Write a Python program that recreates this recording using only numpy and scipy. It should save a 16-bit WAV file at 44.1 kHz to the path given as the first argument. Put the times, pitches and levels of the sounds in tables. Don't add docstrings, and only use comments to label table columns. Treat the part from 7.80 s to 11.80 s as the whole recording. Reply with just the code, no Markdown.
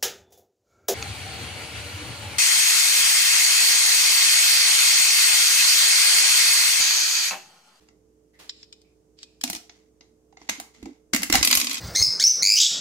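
import sys
import numpy as np
from scipy import signal
from scipy.fft import rfft, irfft, next_fast_len
from scipy.io import wavfile

SR = 44100
rng = np.random.default_rng(int(sys.argv[2]) if len(sys.argv) > 2 else 0)


def file_out(sig):
    cols = np.atleast_2d(sig).T
    lim = np.clip(cols, -1, 1)
    pcm = np.round(lim * 32767).astype(np.int16)
    wavfile.write(sys.argv[1], SR, pcm)


N = 176400
RING_N = 24000
TOP_HZ = 15700
PATCH_HZ, PATCH_DB = 330, 3.2
MODE_HZ, MODE_DB = 35, 3
GRAZE_S = .004

# (frequency [Hz], relative level [dB])
COIN_MODES = [(2490, 8), (3450, 3.5), (4160, 6)]


def amp(db):
    return 10 ** (np.asarray(db) / 20)


def unit(x):
    return x / np.sqrt(np.mean(x ** 2) + 1e-20)


def along(points, hz):
    f, v = np.transpose(points)
    return np.interp(np.log(hz + 1), np.log(f + 1), v)


def fade(t, t60):
    return np.exp(-np.log(1000) * t / max(t60, 1e-3))


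def add(out, s, x):
    part = out[:, max(round(s * SR), 0):][:, :x.shape[1]]
    part += x[:, :part.shape[1]]


def coloured(x, tone, shades=()):
    # (frequency [Hz], correlation [-1 to 1])
    likeness = [(40, 0.21), (280, 0.99), (600, 0.24), (2500, -0.058), (12000, -0.1)]
    size = 2 * next_fast_len(x.shape[1] // 2 + 2048)
    hz = np.fft.rfftfreq(size, 1 / SR)
    low_cut = np.sqrt(1 + (tone[0][0] / 2 / (hz + 1)) ** 4)
    gain = unit(amp(along(tone, hz)) / low_cut)
    gain = gain * amp(sum(along(shade, hz) for shade in shades))
    cepstrum = irfft(np.log(gain + 1e-6))
    cepstrum[1:size // 2] *= 2
    cepstrum[size // 2 + 1:] = 0
    response = np.exp(rfft(cepstrum))
    alike = np.clip(along(likeness, hz), -1, 1)
    shares = np.sqrt([(1 + alike) / 2, (1 - alike) / 2])
    mid, side = irfft(rfft(x, size) * response * shares)[:, :x.shape[1]]
    return np.array([mid + side, mid - side])


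def ripple(spacing_hz, depth_db):
    hz = np.arange(0, SR / 2, spacing_hz)
    db = depth_db * np.clip(rng.standard_normal(len(hz)), -2, 2) * hz / (hz + 2 * PATCH_HZ)
    return np.c_[hz, 20 * np.log10(unit(amp(db)))]


def hardness(treble_db, clunk_db=0):
    return [(540, 0), (760, clunk_db), (1500, 0), (6500, 0), (11000, treble_db)]


def ring(modes, t60, attack_s, channels=2, scatter_db=1.0):
    t = np.maximum(np.arange(RING_N) / SR - GRAZE_S, 0)
    out = 0
    for hz, db in modes:
        gain = amp(db + scatter_db * rng.standard_normal((channels, 1)))
        phase = rng.uniform(0, 2 * np.pi, (channels, 1))
        out = out + gain * np.sin(2 * np.pi * hz * t + phase)
    return out * fade(t, t60) * (1 - np.exp(-t / attack_s))


def clack(tone, body, shade, hold_s, t60, tail_db, tail_t60, attack_s):
    graze_db = -21
    damp_hz, treble_life = 8500, .75
    t = np.arange(RING_N) / SR - GRAZE_S
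    after = np.maximum(t, 0)
    rise = 1 - np.exp(-after / attack_s)
    graze = amp(graze_db) * np.maximum(1 - np.abs(t) / GRAZE_S, 0)
    near, far = rng.standard_normal((2, 2, RING_N))
    burst = near * (graze + rise * fade(np.maximum(after - hold_s, 0), t60))
    dull = signal.filtfilt(*signal.butter(2, damp_hz, fs=SR), far)
    bright = far - dull
    tail = dull * fade(after, tail_t60) + bright * fade(after, tail_t60 * treble_life)
    patch = ripple(PATCH_HZ, PATCH_DB)
    return coloured(burst + amp(tail_db) * rise * tail, tone, [body, shade, patch])


def thump():
    # (frequency [Hz], relative level [dB])
    housing_modes = [(65, -10.5), (194, -2), (222, -1), (250, -3), (290, 5.5), (325, 1)]
    return amp(-6.5) * ring(housing_modes, t60=.15, attack_s=0.00061, channels=1, scatter_db=6.0)


def strokes(rows, tone, rise, grain_db, grain_rate):
    out = np.zeros((2, N))
    for s, length, db in rows:
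        size = int(length * SR)
        u = np.arange(size) / size
        grain = np.interp(np.arange(size) * grain_rate / SR, np.arange(N), rng.standard_normal(N))
        hiss = rng.standard_normal((2, size)) * unit(amp(grain_db * grain))
        shape = np.interp(u, [0, np.clip(rise, .01, .9), 1], [0, 1, 0])
        padded = np.pad(hiss * shape, ((0, 0), (0, 2048)))
        add(out, s, amp(db) * coloured(padded, tone))
    return out


def sing(rows, q):
    out, f = np.zeros((2, N)), np.arange(20, TOP_HZ, 10)
    for s, length, db, hz in rows:
        peak = np.c_[f, -20 * np.log10(1 + (q * (f / hz - hz / f)) ** 2)]
        out += strokes([(s, length, db)], peak, rise=0.11, grain_db=0, grain_rate=0)
    return out


def room():
    # (frequency [Hz], level [dB])
    hum_partials = [(60, -68), (308, -66), (438, -64.5)]
    # (frequency [Hz], relative level per hertz [dB])
    air_tone = [(25, -29), (55, -14), (300, -13), (450, -14), (800, -27.5), (1500, -36.5), (4000, -42),
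                (6300, -33.5), (15000, -46)]
    t = np.arange(N) / SR
    hum = sum(amp(db) * np.sin(2 * np.pi * (hz * t + rng.random())) for hz, db in hum_partials)
    return hum + amp(-65.5) * coloured(rng.standard_normal((2, N)), air_tone)


def coin_in_slot():
    # (time [s], relative level [dB], treble [dB])
    ticks = [(0.694, -31.5, -7), (0.829, -46.5, -35), (0.926, -43.5, -1), (1.016, -61, 15),
             (1.388, -51.5, -2.5), (1.43, -39, 3), (1.612, -36.5, 15)]
    # (start [s], length [s], level [dB])
    slides = [(.72, 0.138, -56), (1.365, 0.084, -52)]
    # (start [s], length [s], level [dB], resonance [Hz])
    rim_rings = [(.53, 0.15, -64, 1960), (1.035, 0.14, -71.5, 2410), (1.44, 0.23, -71.5, 2560)]
    # (start [s], length [s], level [dB])
    brushes = [(0, 0.12, -63.5), (.53, 0.14, -68.5), (.586, 0.13, -47.5)]
    # (frequency [Hz], relative level per hertz [dB])
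    coin_tone = [(700, -31.5), (2000, -16.5), (3400, -8.5), (5100, -5), (6000, -16), (7500, -11.5),
                 (9000, -29.5), (15500, -42)]
    brush_tone = [(240, -11), (400, -6), (480, -8.5), (4670, -9.5), (15000, -23.5)]
    out = strokes(slides, coin_tone, rise=0.86, grain_db=1.0, grain_rate=900)
    out += strokes(brushes, brush_tone, rise=0.094, grain_db=2.5, grain_rate=1600)
    out += sing(rim_rings, q=6)
    body = ripple(MODE_HZ, MODE_DB)
    for s, db, treble_db in ticks:
        burst = clack(coin_tone, body, hardness(treble_db), hold_s=0.0008, t60=0.024,
                      tail_db=-27.5, tail_t60=0.67, attack_s=0.00047)
        held_ring = ring(COIN_MODES, t60=0.23, attack_s=.0005)
        add(out, s - GRAZE_S, amp(db) * (amp(7.5) * burst + amp(-29) * held_ring))
    return out


def coin_drop():
    # (time [s], relative level [dB], treble [dB])
    bounces = [(1.637, -17.5, 1), (1.676, -28.5, -8), (1.699, -22, 3.5), (1.73, -26, 0.5), (1.749, -27, -8),
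               (1.759, -34, 1), (1.765, -33, -12), (1.895, -38.5, -60)]
    # (frequency [Hz], relative level per hertz [dB])
    drop_tone = [(260, -30), (530, -13.5), (700, 3.5), (1100, -9), (2200, -2.5), (3300, -2), (6280, 2.5),
                 (15500, -10)]
    out, body = np.zeros((2, N)), ripple(MODE_HZ, MODE_DB)
    for s, db, treble_db in bounces:
        burst = clack(drop_tone, body, hardness(treble_db), hold_s=0.0017, t60=0.021,
                      tail_db=-17, tail_t60=0.34, attack_s=0.00079)
        free_ring = ring(COIN_MODES, t60=0.13, attack_s=0.00057)
        add(out, s - GRAZE_S, amp(db) * (amp(2.5) * burst + amp(-28) * free_ring + amp(-20) * thump()))
    return out


def crank():
    # (time [s],
    # level [dB], treble [dB], clunk [dB], relative level of the housing's thump [dB])
    knocks = [(0.086, -51.5, -10, 10, -62), (2.208, -44.5, -43, 3, -63), (2.525, -58.5, -20, 20, -81.5),
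              (2.57, -47, -25, 12, -59.5), (2.615, -48, -37, 18, -50.5), (2.69, -23.5, -6, 1, -39),
              (2.694, -16.5, 4.5, -7.5, -37.5), (2.799, -30.5, 12.5, 6.5, -45), (3.027, -43.5, 3, 2, -35),
              (3.056, -41, -3, 16.5, -64), (3.334, -13, 4.5, -11, -23), (3.346, -16, 12, -7.5, -40),
              (3.361, -20, 16, -15, -56), (3.419, -31, 20, 3, -41.5), (3.431, -18, 14.5, -7.5, -41),
              (3.499, -18.5, 11, -3, -28), (3.525, -10, 10.5, -24.5, -35), (3.545, -23, 17, 21, -28),
              (3.553, -11, 14, -27, -33), (3.58, -24, 1, -6, -55), (3.61, -24.5, 2, -31, -34.5)]
    # (start [s], length [s], level [dB])
    rubs = [(1.89, 0.22, -62), (2.59, 0.29, -59), (2.93, 0.3, -59), (3.532, 0.089, -19)]
    # (start [s], length [s], level [dB], resonance [Hz])
    judders = [(2.78, 0.016, -39.5, 274), (2.96, 0.14, -54.5, 239), (3.054, 0.07, -34.5, 290),
               (3.335, 0.025, -21, 231), (3.37, 0.17, -40, 212.5), (3.542, 0.031, -25, 263),
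               (3.63, 0.43, -39, 254)]
    # (start [s], length [s], level [dB])
    shoves = [(3.335, 0.15, -51), (3.5, 0.18, -34), (3.745, 0.045, -40)]
    # (frequency [Hz], relative level per hertz [dB])
    works_tone = [(450, -9.5), (760, 1), (1250, -1), (1800, -1), (2080, 8), (2450, -0.5), (4000, 0.5),
                  (7000, 0.5), (8500, -10.5), (15500, -23)]
    shove_tone = [(25, -12.5), (55, -2), (130, -12.5), (800, -49)]
    # (frequency [Hz], relative level [dB])
    works_modes = [(690, 0.67), (2016, 2), (2060, 0.67), (2198, 0.93), (2805, 3.5)]
    out = strokes(rubs, works_tone, rise=0.065, grain_db=3.0, grain_rate=260)
    out += sing(judders, q=3.5)
    out += strokes(shoves, shove_tone, rise=0.18, grain_db=6, grain_rate=61)
    body = ripple(MODE_HZ, MODE_DB)
    for s, db, treble_db, clunk_db, thump_db in knocks:
        burst = clack(works_tone, body, hardness(treble_db, clunk_db), hold_s=0.0032, t60=0.017,
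                      tail_db=-13.0, tail_t60=0.35, attack_s=0.00045)
        metal = amp(-20) * ring(works_modes, t60=0.09, attack_s=0.00063)
        add(out, s - GRAZE_S, amp(db) * (burst + metal) + amp(thump_db) * thump())
    return out


def candies():
    # (time [s], relative level [dB], treble [dB])
    strikes = [(3.628, -6, -11.5), (3.648, -10, 1), (3.673, -10.5, -2), (3.703, -16, -15),
               (3.711, -9.5, -4), (3.727, -8, -9), (3.74, -21.5, 3), (3.751, -11.5, 2), (3.772, -11, 0),
               (3.799, -16, -2), (3.813, -15, -9.5), (3.844, -20.5, -3.5), (3.869, -17.5, -14),
               (3.895, -22.5, -5), (3.906, -24.5, -11), (3.912, -17.5, -13), (3.93, -23.5, -3),
               (3.943, -19.5, -12), (3.954, -25.5, -9), (3.97, -22.5, -26), (3.98, -27, -9)]
    # (frequency [Hz], relative level per hertz [dB])
    candy_tone = [(240, -21), (400, -20.5), (834, -17.5), (1050, -11.5), (1820, -15.5), (2090, -5.5),
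                  (4840, -5), (13100, -6), (15500, -15)]
    # (frequency [Hz], relative level [dB])
    chute_modes = [(1077, -12), (2018, -4.5), (2518, -2), (3845, -5.5), (4452, -16), (4878, -0.5)]
    flap_modes = [(9380, -15), (12910, -3.5), (13260, -3)]
    flap_db = np.array([[-4], [-11]])
    out, body = np.zeros((2, N)), ripple(MODE_HZ, MODE_DB)
    for s, db, treble_db in strikes:
        burst = clack(candy_tone, body, hardness(treble_db), hold_s=0.0026, t60=0.027,
                      tail_db=-10.5, tail_t60=.33, attack_s=0.00023)
        chute = amp(-11.5) * ring(chute_modes, t60=0.062, attack_s=0.0002)
        flap = amp(treble_db + flap_db) * ring(flap_modes, t60=.04, attack_s=0.00068)
        add(out, s - GRAZE_S, amp(db) * (amp(-1.5) * burst + chute + flap))
    return out


def scene():
    return room() + coin_in_slot() + coin_drop() + crank() + candies()


def record(dry):
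    # (frequency [Hz], level difference [dB])
    balance = [(40, -3.5), (300, -4), (480, -8.5), (1000, -3), (8000, 0.5), (13000, 0)]
    size = next_fast_len(N + SR // 2)
    hz = np.fft.rfftfreq(size, 1 / SR)
    x = irfft(rfft(dry, size) * amp(np.outer([.5, -.5], along(balance, hz))), size)
    x = x / (1 + (np.abs(x) / .9) ** 8) ** (1 / 8)
    cut = 1 / np.sqrt(1 + (hz / TOP_HZ) ** 160)
    return irfft(rfft(x) * cut, size)[:, :N]


dry = scene()
out = record(dry)
file_out(out)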